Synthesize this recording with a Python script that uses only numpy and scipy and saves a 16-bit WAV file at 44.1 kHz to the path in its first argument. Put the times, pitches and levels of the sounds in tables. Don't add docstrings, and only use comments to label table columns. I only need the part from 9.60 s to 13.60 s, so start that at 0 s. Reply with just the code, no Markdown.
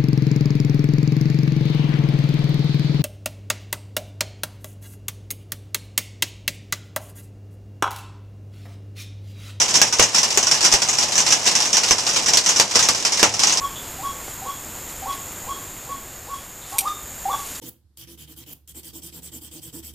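import sys
import numpy as np
from scipy import signal
from scipy.fft import rfft, irfft
from scipy.io import wavfile
from scipy.ndimage import uniform_filter1d

SR = 44100
rng = np.random.default_rng(int(sys.argv[2]) if len(sys.argv) > 2 else 0)


def persist_wave(psi):
    counts = np.round(np.clip(psi, -1, 1) * 32767).astype(np.int16)
    wavfile.write(sys.argv[1], SR, np.atleast_2d(counts).T)


N = 176400

# frequency_hz, level_db
SIZZLE_SPECTRUM = [(300, -28.5), (1800, -15.5), (2850, -7.5), (4200, -9.5), (5100, -2), (5650, 1.5),
                   (6400, -1), (7300, -2.5), (8500, -9.5), (10000, -19), (14000, -30)]
# frequency_hz, level_db
CLATTER_SPECTRUM = [(40, -29), (150, -1.5), (350, -4), (580, -3), (750, 0.5), (1050, 1.5), (1400, -5.5),
                    (2500, -0.5), (4000, -3), (9000, -35)]
ATTACK_S = 0.00056


def amp(db):
    return 10 ** (np.asarray(db) / 20)


def unit(x):
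    return x / np.sqrt(np.mean(x ** 2) + 1e-20)


def read(points, hz):
    f, value = np.transpose(points)
    return np.interp(np.log(hz + 1), np.log(f + 1), value)


def add(mix, start_s, sound):
    part = mix[:, max(round(start_s * SR), 0):][:, :sound.shape[-1]]
    part += sound[..., :part.shape[-1]]


def colour(x, spectrum, size=4096):
    log_gain = np.log(amp(read(spectrum, abs(np.fft.fftfreq(size, 1 / SR)))))
    minimum_phase = np.exp(np.conj(signal.hilbert(log_gain)))
    taps = np.fft.ifft(minimum_phase).real[:size // 2]
    return signal.oaconvolve(x, taps[None] / np.linalg.norm(taps), axes=1)[:, :N]


def resonate(x, hz, width_hz):
    r = np.exp(-np.pi * width_hz / SR)
    return unit(signal.lfilter([1, 0, -1], [1, -2 * r * np.cos(2 * np.pi * hz / SR), r * r], x))


def dying(t60_s, attack_s=ATTACK_S, size=16384):
    t = np.arange(size) / SR
    return np.minimum(t / attack_s, 1) * np.exp(-np.log(1000) * t / t60_s)


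def sine(hz, size=16384):
    return np.sin(2 * np.pi * hz * np.arange(size) / SR)


def shiver(size=16384):
    return rng.standard_normal((2, size))


def yard_wash(level_db=-29.5):
    # frequency_hz, level_db
    wash_spectrum = [(25, -16), (80, -7), (200, -8), (800, -4), (1470, -11.5), (4140, -9.5), (5540, -1.5),
                     (7030, -5.5), (14000, -36.5)]
    return amp(level_db) * colour(rng.standard_normal((2, N)), wash_spectrum)


def pellets(per_s=110, level_db=-27, spread_db=1.5):
    strength = amp(level_db + spread_db * np.minimum(rng.exponential(1, N), 2.5))
    hits = strength * (rng.random(N) < per_s / SR)

    def patter(t60_s):
        power = signal.oaconvolve(hits ** 2, dying(t60_s) ** 2)[:N]
        return rng.standard_normal((2, N)) * np.sqrt(abs(power))

    ticks, clatter = patter(t60_s=.035), patter(t60_s=.09)
    return colour(ticks, SIZZLE_SPECTRUM) + amp(-11) * colour(clatter, CLATTER_SPECTRUM)


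def awning_ring(blows, level_db=-46.5):
    # pitch_hz, gain_db, t60_s
    modes = [(107, -20.5, 0.36), (482, -20, 0.32), (872, -27, 0.11), (1045, -25, 0.28), (2850, -13, 0.069)]
    t = np.arange(SR // 2) / SR
    ring = sum(amp(db) * np.cos(2 * np.pi * hz * t) * amp(-60 * t / t60_s) / np.sqrt(t60_s)
               for hz, db, t60_s in modes)
    return amp(level_db) * signal.oaconvolve(blows, ring[None], axes=1)[:, :N]


def panel(hz):
    return unit(sine(hz)) * dying(t60_s=.075)


def clink(count=7, low_hz=1200, high_hz=4800):
    edges_hz = np.geomspace(low_hz, high_hz, count + 1)
    modes = np.array([sine(hz) for hz in rng.uniform(edges_hz[:-1], edges_hz[1:])])
    return unit(rng.standard_normal((2, count)) @ modes) * dying(t60_s=.12)


def sizzle(attack_s, crack_t60_s=.021, ring_t60_s=.14, hold_s=.012):
    sheet = shiver()
    slat_hz = 5810 * np.exp(.15 * rng.uniform(-2.24, 1))
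    slat = resonate(sheet, slat_hz, width_hz=900)
    hold_level = amp(-60 * hold_s / ring_t60_s)
    ring = np.minimum(dying(ring_t60_s, attack_s) / hold_level, 1)
    envelope = np.hypot(dying(crack_t60_s, attack_s), amp(-6) * ring)
    return unit(sheet + amp(-11) * slat) * envelope


def hailstones():
    # start_s, level_db
    stones = [(0.0004, -6.5), (0.016, -6.5), (0.0808, -12.5), (0.1057, -14), (0.1406, -6.5), (0.154, -1.5),
              (0.2696, -11.5), (0.3249, -4.5), (0.3853, -9), (0.4242, 0), (0.5456, -3), (0.561, -9),
              (0.5814, -4), (0.6307, -4.5), (0.7047, -11.5), (0.827, -7.5), (0.8684, -6), (0.912, -2),
              (0.9428, -9), (0.9714, -13.5), (1.007, -8), (1.0275, -8.5), (1.042, -7), (1.0485, -2),
              (1.0592, -4.5), (1.1162, -9), (1.1234, -2), (1.148, -11.5), (1.219, -5.5), (1.286, -6.5),
              (1.3289, -12.5), (1.385, -6.5), (1.4075, -13), (1.4265, -8.5), (1.52, -9.5), (1.554, -9.5),
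              (1.5784, -3), (1.6025, -7.5), (1.6641, -7), (1.678, -9), (1.705, -7.5), (1.7228, -1),
              (1.855, -10.5), (1.864, -6.5), (1.872, -3), (1.912, -10.5), (1.9518, -5), (2.0018, -9),
              (2.02, -10.5), (2.0555, -10.5), (2.129, -6), (2.1457, -9), (2.168, -3), (2.233, -6.5),
              (2.2814, -9.5), (2.3817, -8), (2.4659, -7), (2.4899, -9.5), (2.544, -13), (2.561, -5.5),
              (2.6598, -9.5), (2.6826, -5.5), (2.734, -3), (2.748, -15), (2.8605, -4.5), (2.8893, -3.5),
              (2.913, -13), (2.9603, -7.5), (2.982, -13), (3.111, -10), (3.149, -6.5), (3.191, -2),
              (3.2252, -4.5), (3.2497, -11), (3.3466, -10.5), (3.4495, -5.5), (3.4666, -13), (3.521, -9.5),
              (3.542, -15), (3.5727, -10.5), (3.5943, -7.5), (3.738, -12), (3.7924, -5.5), (3.8171, -10.5),
              (3.833, -1), (3.8697, -5), (3.8947, -7), (3.9227, -7), (3.9719, -9.5)]
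    bright, dull, tones = np.zeros((3, 2, N))
    for start_s, db in stones:
        add(bright, start_s, amp(db - 8) * sizzle(attack_s=.0016))
        add(dull, start_s, amp(db - 20) * shiver() * dying(t60_s=.3, attack_s=.0049))
        add(tones, start_s, amp(db - 21) * clink())
        panel_hz = 888 * np.exp(.151 * rng.standard_normal())
        add(tones[:1], start_s, amp(db - 26.5) * panel(panel_hz))
    return colour(bright, SIZZLE_SPECTRUM) + colour(dull, CLATTER_SPECTRUM) + tones


def big_stones():
    # start_s, sizzle_db, knock_db, panel_hz, panel_db, thud_db, splinter_db
    knocks = [(0.2156, -5.5, -11.5, 1650, -13.5, -26, -10), (0.3957, -8, -10, 490, -15, -17, -11),
              (0.774, -10, -17.5, 402, -21.5, -45, -14), (1.1377, -11, -16, 818, -22.5, -17, -16),
              (2.3086, -8.5, -14.5, 1010, -20, -20.5, -23), (2.7714, -7, -22, 950, -31, -38, -15),
              (2.9978, -5.5, -13, 953, -24, -37, -11.5), (3.1553, -7.5, -16, 1070, -26, -36, -24),
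              (3.2871, -10, -18.5, 1175, -21, -33, -14.5), (3.6289, -7.5, -7.5, 331, -14, -27, -10.5)]
    # frequency_hz, level_db
    knock_spectrum = [(40, -21), (85, -1), (280, 1), (900, 5), (1400, 0), (2400, 3), (8000, -11.5),
                      (14000, -35)]
    frame_thud = np.array([[1], [-.5]]) * sine(hz=46.4) * dying(t60_s=.064)
    beam_hum = sine(hz=110.5) * dying(t60_s=.45)
    bright, dull, direct = np.zeros((3, 2, N))
    for start_s, sizzle_db, knock_db, panel_hz, panel_db, thud_db, splinter_db in knocks:
        add(bright, start_s, amp(sizzle_db) * sizzle(ATTACK_S))
        splinter = resonate(shiver(), hz=4300, width_hz=4000) * dying(t60_s=.04)
        add(direct, start_s, amp(splinter_db) * splinter)
        add(dull, start_s, amp(knock_db) * shiver() * dying(t60_s=.19))
        add(dull[:1], start_s + ATTACK_S, amp([knock_db + 19]))
        add(direct[:1], start_s, amp(panel_db) * panel(panel_hz))
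        add(direct, start_s, amp(thud_db) * frame_thud)
        add(direct[:1], start_s, amp(2 * knock_db - 14.5) * beam_hum)
    return colour(bright, SIZZLE_SPECTRUM) + colour(dull, knock_spectrum) + direct


def microphones(mid_side):
    # frequency_hz, correlation
    likeness = [(30, 0), (90, .6), (350, .86), (700, .88), (1900, .55), (3100, .08), (4300, .08),
                (4750, .85), (5500, .56), (6400, .9), (7400, .35)]
    # frequency_hz, left_minus_right_db
    balance = [(4800, -1), (5600, -6), (6400, 2.5), (7400, 5), (8300, 5.5), (14000, 12)]
    hz = np.fft.rfftfreq(N, 1 / SR)
    correlation = np.clip(read(likeness, hz), -1, 1)
    lean = amp(read(balance, hz) / 2)
    mid, side = rfft(mid_side)
    mid *= np.sqrt((1 + correlation) / 2)
    side *= np.sqrt((1 - correlation) / 2)
    return irfft(np.array([(mid + side) * lean, (mid - side) / lean]), N)


def scene():
    wash = yard_wash()
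    blows = hailstones() + big_stones() + pellets()
    return microphones(wash + blows + awning_ring(blows))


def record(dry, threshold_db=-14, duck_share=.4, release_db_per_s=30, makeup_db=2, cutoff_hz=14400):
    power = uniform_filter1d((dry ** 2).mean(0), size=200)
    power_db = 10 * np.log10(abs(power) + 1e-12)
    fall_db = np.arange(N) * release_db_per_s / SR
    peak_db = np.maximum.accumulate(power_db + fall_db) - fall_db
    over_db = np.maximum(peak_db - threshold_db, 0)
    duck_db = duck_share * signal.lfilter(np.ones(256) / 256, 1, over_db)
    clipped = np.clip(dry * amp(makeup_db - duck_db), -.93, .93)
    lowpass = signal.firwin(511, cutoff_hz, window=("kaiser", 8), fs=SR)
    return signal.oaconvolve(clipped, lowpass[None], "same")


dry = scene()
out = record(dry)
persist_wave(out)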